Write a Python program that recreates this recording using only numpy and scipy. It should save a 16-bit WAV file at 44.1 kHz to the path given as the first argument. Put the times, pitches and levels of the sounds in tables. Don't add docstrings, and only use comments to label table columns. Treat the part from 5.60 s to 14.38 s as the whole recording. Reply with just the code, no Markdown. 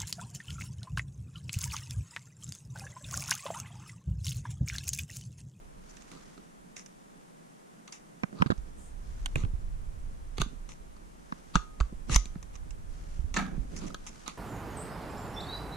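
import sys
import numpy as np
from scipy import signal
from scipy.fft import rfft, irfft, next_fast_len
from scipy.io import wavfile
from scipy.ndimage import map_coordinates

SR = 44100
rng = np.random.default_rng(int(sys.argv[2]) if len(sys.argv) > 2 else 0)


def to_wav(sig):
    pcm = np.clip(np.atleast_2d(sig), -1, 1) * 32767
    pcm = np.round(pcm).astype(np.int16)
    wavfile.write(sys.argv[1], SR, pcm.T)


N = 386983

# centre_hz, width_hz, level_db
RIFLE_MODES = [(197, 157, 2), (400, 240, -15), (695, 230, -9), (1238, 181, 5.5), (1590, 180, -0.5),
               (1970, 450, -3.5), (2760, 390, -4), (3770, 860, -4.5), (4700, 630, 2.5), (5900, 860, 1.5),
               (7120, 1450, -3.5), (8340, 1720, -13.5)]
# low_hz, high_hz
REGISTER_BANDS = [(150, 700), (800, 1700), (1700, 4500), (4500, 11500)]
IS_HOLLOW = np.arange(len(REGISTER_BANDS)) == 1


def amp(db):
    return 10 ** (np.asarray(db) / 20)


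def unit(x):
    return x / np.sqrt(np.mean(x ** 2) + 1e-20)


def along(points, hz):
    f, v = np.transpose(points)
    return np.interp(np.log(hz + 1), np.log(f + 1), v)


def wobble(knots_per_s):
    knots = rng.standard_normal(int(N * knots_per_s / SR) + 4)
    return map_coordinates(knots, [np.arange(N) * knots_per_s / SR])


def filtered(x, response):
    n = x.shape[-1]
    m = next_fast_len(n + 8192)
    return irfft(rfft(x, m) * response(np.fft.rfftfreq(m, 1 / SR)), m)[..., :n]


def pan(left_right_db):
    return unit(amp([[left_right_db / 2], [-left_right_db / 2]]))


def pair(n, alike):
    a, b = rng.standard_normal((2, n))
    u = np.arccos(np.clip(alike, -1, 1)) / 2
    return np.array([np.cos(u) * a + np.sin(u) * b, np.cos(u) * a - np.sin(u) * b])


def rush(spectrum, alike):
    def split(hz):
        u = np.arccos(np.clip(along(alike, hz), -1, 1)) / 2
        return amp(along(spectrum, hz)) * [np.cos(u), np.sin(u)]

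    mid, side = filtered(rng.standard_normal((2, N)), split)
    return unit(np.array([mid + side, mid - side]))


def add(out, start_s, x):
    i = max(round(start_s * SR), 0)
    out[:, i:i + x.shape[-1]] += x[..., :max(N - i, 0)]


def stroke(start_s, end_s, taper):
    u = np.clip((np.arange(N) / SR - start_s) / (end_s - start_s), 0, 1)
    edge = np.minimum(2 * np.minimum(u, 1 - u) / taper, 1)
    return np.sin(np.pi / 2 * edge) ** 2


def resonate(force, modes):
    def response(f):
        total = 0
        for k, (centre, width, db) in enumerate(sorted(modes)):
            damping = 1j * f * width
            total = total + (-1) ** k * amp(db) * damping / (centre * centre - f * f + damping)
        return total

    return filtered(force, response)


def registers(force, modes):
    y = resonate(force, modes)
    filters = [signal.butter(2, band, 'band', fs=SR, output='sos') for band in REGISTER_BANDS]
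    return [signal.sosfilt(sos, y) for sos in filters]


def tone(rule, strength_db, hardness_db):
    return np.array([strength_db + db + share * hardness_db for db, share in rule])


def strike(modes, levels_db, chatter_db, t60_s, alike):
    t = np.arange(SR // 12) / SR
    force = pair(len(t), alike) * amp(chatter_db - 60 * t / t60_s)
    force[:, 0] += 1
    scale = np.sqrt(.005 / t[-1])
    return [amp(db) * unit(y) * scale for db, y in zip(levels_db, registers(force, modes))]


def slipping(n, spread_db, alike):
    slip_gains = amp(spread_db * rng.exponential(size=n // 32 + 1))
    return pair(n, alike) * np.repeat(slip_gains, 32)[:n]


def ring(partials):
    t = np.arange(SR * 3 // 4) / SR
    y = np.zeros((2, len(t)))
    for hz, db, t60_s in partials:
        level_db = db + rng.standard_normal((2, 1))
        phase = rng.uniform(0, 2 * np.pi) + .5 * rng.standard_normal((2, 1))
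        y += amp(level_db - 60 * t / t60_s) * np.sin(2 * np.pi * hz * t + phase)
    return y * (1 - np.exp(-t / 0.00067))


def clicks():
    # start_s, strength_db, hardness_db, extra_hollow_db, left_right_db
    contacts = [(.369, -49.5, 1, -7, -11), (0.4218, -54, 3, 0, -17), (0.5163, -47.5, 0, -8, -27),
                (0.778, -54.5, -7, -4, -5), (1.167, -44, 2.5, -3, -6), (1.2614, -50.5, 7, -2, -11),
                (2.2779, -51, 3, -8, 1), (2.3237, -49.5, 9, 1, -7), (2.9785, -58, 4, -2, -5),
                (4.782, -33.5, -4.5, -6, -4), (4.8163, -25, -0.5, -0.5, -1.5), (5.0903, -45.5, 0, -3.5, 9),
                (5.366, -58, -1.5, 0, -4), (5.955, -22, -0.5, 6, 0), (5.966, -36.5, -5, -14, 16),
                (6.2023, -35, -4.5, -2.5, -1), (6.2084, -37.5, -1, 7.5, 6), (6.4959, -37, -4, -0.5, 3),
                (6.5449, -33.5, 10.5, -7, 5), (6.56, -25, 6, 5.5, 2), (6.561, -20, 2, -3, -1.5),
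                (6.6561, -42, 0, -4.5, -1), (6.755, -60.5, -12, -2.5, -1), (6.828, -49.5, 3.5, 3, 2),
                (6.955, -51.5, 3.5, 1, -12), (7.1071, -50.5, 4.5, -6, -13), (7.742, -36, 0.5, 0, -4),
                (7.7633, -31, 0, 0, -7), (7.767, -27, -1, -9, -2), (7.7719, -28, -1, -4, -9),
                (7.864, -48, -5, 2.5, -8), (8.1647, -48.5, 6, -3, -16), (8.3032, -51.5, -1.5, 6.5, -10),
                (8.3444, -35.5, 0, 1, -1.5), (8.466, -47.5, 4, 4, -5), (8.6784, -34, 0.5, 0, -33)]
    # offset_db, db_per_db_hardness
    tone_rule = [(-4, -1.36), (0.8, -0.99), (1.47, 0.12), (0.54, 1)]
    out = np.zeros((2, N))
    for start_s, strength_db, hardness_db, hollow_db, side_db in contacts:
        modes = [(hz, width, db + 2 * rng.standard_normal()) for hz, width, db in RIFLE_MODES]
        levels_db = tone(tone_rule, strength_db, hardness_db) + hollow_db * IS_HOLLOW
        knock, *bright = strike(modes, levels_db, chatter_db=-17.5, t60_s=0.024, alike=0.29)
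        add(out, start_s, knock * pan(-1.5) + sum(bright) * pan(side_db))
    return out


def slides():
    # start_s, end_s, strength_db, hardness_db, swell_db
    slide_strokes = [(0.29, .316, -69, 10.5, 0), (0.506, 0.595, -63.5, -4, -8),
                     (1.16, 1.233, -55.5, 7, -18), (2.274, 2.303, -58.5, -0.5, -13),
                     (2.32, 2.389, -56, 6, -19), (2.749, 2.822, -57.5, -9.5, 27),
                     (2.86, 2.876, -55.5, -4, 4), (2.904, 2.922, -51, -2, -16),
                     (3.762, 3.835, -53, 1.5, -5), (4.769, 4.782, -58, 1, 5), (4.797, 4.822, -42, 0, 11),
                     (4.825, 4.86, -57, -2, -14), (5.09, 5.143, -57.5, 4, -10),
                     (5.936, 5.952, -52, -2.5, 13), (6.498, 6.521, -44, 3, 13), (6.517, 6.568, -36, 4, 3),
                     (6.926, 6.967, -62, 4, 12), (7.739, 7.765, -46.5, 1.5, -12),
                     (7.769, 7.866, -46, 0.5, -27), (8.161, 8.2, -58.5, 10.5, -8),
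                     (8.209, 8.262, -56.5, -2.5, -3), (8.262, 8.288, -57, 5.5, 1),
                     (8.468, 8.497, -53, 6.5, -7), (8.659, 8.681, -53, -3, 4),
                     (8.679, 8.729, -51, -1.5, -17)]
    # offset_db, db_per_db_hardness
    tone_rule = [(-1.4, -1.02), (1.56, 0.072), (-1.2, 0.93)]
    # centre_hz, width_hz, level_db
    friction_modes = [(9140, 690, -10.5)]
    out = np.zeros((2, N))
    for start_s, end_s, strength_db, hardness_db, swell_db in slide_strokes:
        n = max(round((end_s - start_s) * SR), 64)
        pressure = signal.windows.tukey(n, .2) * amp(np.linspace(0, swell_db, n))
        force = slipping(n, spread_db=2.0, alike=0.13) * pressure
        force = np.pad(force, ((0, 0), (0, SR // 50)))
        levels_db = tone(tone_rule, strength_db, hardness_db)
        parts = registers(force, RIFLE_MODES + friction_modes)[1:]
        y = sum(amp(db) * unit(part) for db, part in zip(levels_db, parts))
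        add(out, start_s, y * np.sqrt(force.shape[1] / n))
    return out


def hinge():
    # pitch_hz, level_db, t60_s
    shudder = [(167.2, -36, 0.68), (193.5, -29, 0.53), (262, -39, 1), (457, -49, 0.44), (778, -45.5, 0.53),
               (1295, -34, 0.29), (1620, -36, 0.31), (1780, -26, 0.1), (2300, -32, 0.096)]
    # centre_hz, width_hz, level_db
    receiver_modes = [(177, 35, 10), (237, 68, 11), (330, 39, 7), (750, 160, 4.5), (1390, 300, 5),
                      (1740, 160, 7), (2310, 300, -1), (3600, 500, -9), (6100, 1240, -15)]
    start_s, rattle_db, rattle_t60_s = 7.765, -30.5, .38
    out, t = np.zeros((2, N)), np.arange(SR // 2) / SR
    clumps = amp(4.1 * wobble(91)[:len(t)])
    force = slipping(len(t), spread_db=0.0, alike=0.44) * clumps
    rattle = unit(resonate(force, receiver_modes))
    envelope = amp(rattle_db - 60 * t / rattle_t60_s) * (1 - np.exp(-t / 0.0015))
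    add(out, start_s, rattle * envelope * pan(-3.5))
    add(out, start_s, ring(shudder) * pan(-0.5))
    return out


def rings():
    # start_s, steel_db, pin_db
    blows = [(5.958, -40.5, -59), (6.207, -65, -61.5), (6.561, -51.5, -59)]
    # pitch_hz, level_db, t60_s
    steel_partials = [(1050, -18.5, 0.36), (1200, -7, 0.2), (1245, -2, 0.5), (1610, -18, 0.23)]
    # pitch_hz, level_db, t60_s
    pin_partials = [(5965, -7, 0.27), (6090, -17, .33), (6400, -5, 0.36), (6570, -6, .35),
                    (7171, -5.5, 0.41)]
    out = np.zeros((2, N))
    for start_s, steel_db, pin_db in blows:
        add(out, start_s, amp(steel_db) * ring(steel_partials) + amp(pin_db) * ring(pin_partials))
    return out


def bumps():
    # start_s, strength_db, hardness_db, extra_hollow_db, contact_resonance_hz
    blows = [(2.6344, -31.5, -9, -0.5, 2300), (2.727, -52.5, -11.5, -0.5, 2400), (2.8212, -21, -7, 2, 2500),
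             (2.8606, -36, -10, -4, 2500), (2.903, -35.5, -14, 1, 3600), (2.912, -38, -8, 0, 3500),
             (2.9185, -39.5, -12, 4, 3460), (3.659, -31.5, 3.5, 2, 3260), (3.7571, -23.5, -3.5, -7.5, 2440),
             (3.836, -44, -5, 0, 2600), (3.8487, -43, -4.5, -1, 2530), (5.723, -39, -7.5, 5.5, 2120)]
    # centre_hz, width_hz, level_db
    housing_modes = [(175, 100, 7), (316, 79, -23), (620, 167, -13.5), (1140, 530, -1.5), (1570, 260, -1),
                     (5860, 1040, -7.5), (8000, 3100, -13.5)]
    # offset_db, db_per_db_hardness
    tone_rule = [(-0.5, -1.5), (1, -0.7), (3, 0.96), (-4.5, 2)]
    # freq_hz, gain_db
    left_pickup = [(120, -31), (300, -11.5), (600, -6.5), (1100, -1.1), (3000, -7.5)]
    out = np.zeros((2, N))
    for start_s, strength_db, hardness_db, hollow_db, contact_hz in blows:
        modes = housing_modes + [(contact_hz, 450, -2)]
        levels_db = tone(tone_rule, strength_db, hardness_db) + hollow_db * IS_HOLLOW
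        knock, hollow, clack, tick = strike(modes, levels_db, chatter_db=-12.5, t60_s=0.019, alike=0.86)
        high = clack + tick
        high[0] = np.roll(high[0], 4)
        add(out, start_s, (knock + hollow + high) * [[1], [-1]])
    out[0] = filtered(out[0], lambda hz: amp(along(left_pickup, hz)))
    return out


def shoves():
    # start_s, pitch_hz, level_db, left_right_db
    jolts = [(2.633, 172, -27, -16), (2.801, 129, -22, -21), (2.812, 145, -13.5, -22),
             (2.86, 138, -16, -25), (2.901, 109, -16, -24), (2.982, 46.7, -26.5, -23),
             (3.7574, 470, -18, -11), (3.758, 139, -13, -22), (3.837, 87, -15.5, -11),
             (3.936, 65, -21.5, -29), (4.786, 53.4, -27.5, -4), (4.802, 144, -18.5, -3),
             (4.816, 43, -21, -9), (4.862, 217, -30, -2), (5.954, 171, -12, -4.5), (5.956, 48, -16.5, -13),
             (6.208, 51.7, -12.5, -7), (6.325, 205, -29, -3), (6.329, 370, -35, -3),
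             (6.5, 137.7, -19.5, -4), (6.522, 49, -18, -4), (6.559, 44.4, -9.5, -5), (6.759, 172, -25, -3),
             (7.593, 57.5, -22, -14), (7.643, 72, -21.5, -23), (7.979, 164, -22.5, -9),
             (7.992, 47, -21.5, -25), (8.679, 427, -37, -20)]
    t60_cycles = 6.9
    out, t = np.zeros((2, N)), np.arange(SR // 3) / SR
    for start_s, hz, db, side_db in jolts:
        envelope = amp(db - 60 * hz * t / t60_cycles) * (1 - np.exp(-t / 0.001))
        add(out, start_s, -pan(side_db) * envelope * np.sin(2 * np.pi * hz * t))
    return out


def cloth():
    # start_s, end_s, rub_db, rustle_db
    cloth_strokes = [(0.084, 0.973, -62, -61.5), (0.492, 0.586, -55.5, -65), (0.76, 0.812, -51, -68),
                     (2.664, 2.917, -48.5, -68), (3.04, 3.13, -54.5, -75), (3.35, 3.855, -64, -64),
                     (3.697, 3.932, -44.5, -70), (4.76, 4.98, -58, -72), (5.53, 6.15, -65, -66),
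                     (6.458, 6.6, -39.5, -50), (7.218, 7.726, -59, -62), (7.554, 8.27, -48, -70),
                     (8.068, 8.38, -44.5, -55), (8.28, 9, -59, -59.5)]
    resting_rub_db, resting_rustle_db = -65, -73
    power = amp([[resting_rub_db], [resting_rustle_db]]) ** 2
    for start_s, end_s, rub_db, rustle_db in cloth_strokes:
        power = power + (amp([[rub_db], [rustle_db]]) * stroke(start_s, end_s, taper=0.76)) ** 2
    return np.sqrt(power)


def handling():
    # time_s, relative_db
    sway = [(0.0, -56), (0.71, -66.5), (2.22, -80), (2.76, -70), (2.98, -50.5), (3.3, -50), (3.62, -40),
            (3.89, -39), (4.76, -47), (4.91, -49.5), (5.77, -60.5), (6.38, -47), (7.72, -43), (8.11, -44),
            (8.63, -58), (8.78, -62)]
    # freq_hz, relative_db_per_hz
    rumble_spectrum = [(12, -16), (22, -6), (28, -3), (36, -9.5), (55, -13.5), (90, -23.5), (150, -30),
                       (300, -84)]
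    # freq_hz, relative_db_per_hz
    rub_spectrum = [(70, -64), (120, -7.5), (165, 1), (240, -2), (350, -8.5), (550, -14.5), (1200, -32.5),
                    (3000, -61)]
    # freq_hz, relative_db_per_hz
    rustle_spectrum = [(300, -15), (700, -0.5), (1400, 4.5), (2500, -1.5), (4000, -3.5), (6300, 0.5),
                       (8000, -5.5), (10000, -12.5), (13000, -26), (16000, -45)]
    times_s, sway_db = np.transpose(sway)
    rumble_db = np.interp(np.arange(N) / SR, times_s, sway_db) + 5.5
    rumble = amp(rumble_db) * rush(rumble_spectrum, [(30, 0.48)]) * pan(-5)
    rub_gain, rustle_gain = cloth()
    catching = amp(3.5 * wobble(30))
    rub = rub_gain * catching * rush(rub_spectrum, [(150, 0.89), (700, -0.56)]) * pan(-5.5)
    grains = amp(0.63 * wobble(25) + 2.1 * wobble(250))
    rustle = rustle_gain * grains * rush(rustle_spectrum, [(1000, .1), (6000, 0.16)])
    return rumble + rub + rustle


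def fingertip():
    # start_s, end_s, level_db
    brush = (3.13, 3.35, -60.5)
    # freq_hz, relative_db_per_hz
    skin_spectrum = [(1000, -9), (5200, -21), (6800, -5), (9000, -2), (10500, -14), (14000, -30)]
    start_s, end_s, db = brush
    gain = amp(db + 1.5 * wobble(30)) * stroke(start_s, end_s, taper=0.72)
    return gain * rush(skin_spectrum, [(6000, 0.44)])


def room(x):
    # freq_hz, t60_s
    decay = [(150, 0.1), (1200, 0.25), (6000, 0.3), (14000, 0.082)]
    hz, t, z = signal.stft(rng.standard_normal((2, SR // 2)), SR, nperseg=256)
    z = z * amp(-60 * t / along(decay, hz)[:, None])
    tail = signal.istft(z, SR, nperseg=256)[1]
    tail = tail / np.linalg.norm(tail[0])
    tail = np.pad(tail, ((0, 0), (round(0.0035 * SR), 0)))
    return signal.fftconvolve(x, tail, axes=1)[:, :N]


def hush():
    # freq_hz, relative_db_per_hz
    hush_spectrum = [(40, -29), (90, -39), (125, -9.5), (170, 0.5), (260, -6.5), (400, -8.5), (700, -9),
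                     (1300, -14.5), (2500, -25), (4500, -31), (6500, -28), (9500, -28), (12000, -35.5),
                     (15000, -44), (16000, -72)]
    # freq_hz, left_right_correlation
    correlation = [(60, .46), (130, -0.11), (290, -0.33), (640, -0.84), (1410, -0.74), (3100, 0.27),
                   (15000, -0.19)]
    return amp(-54.5) * rush(hush_spectrum, correlation)


def scene():
    rifle = clicks() + rings() + slides() + hinge()
    housing = bumps()
    reverb = room(amp(-16.5) * rifle + amp(-30.5) * housing)
    return rifle + housing + reverb + shoves() + handling() + fingertip() + hush()


def record(dry):
    top_hz = 15800
    return filtered(dry, lambda hz: hz < top_hz)


dry = scene()
out = record(dry)
to_wav(out)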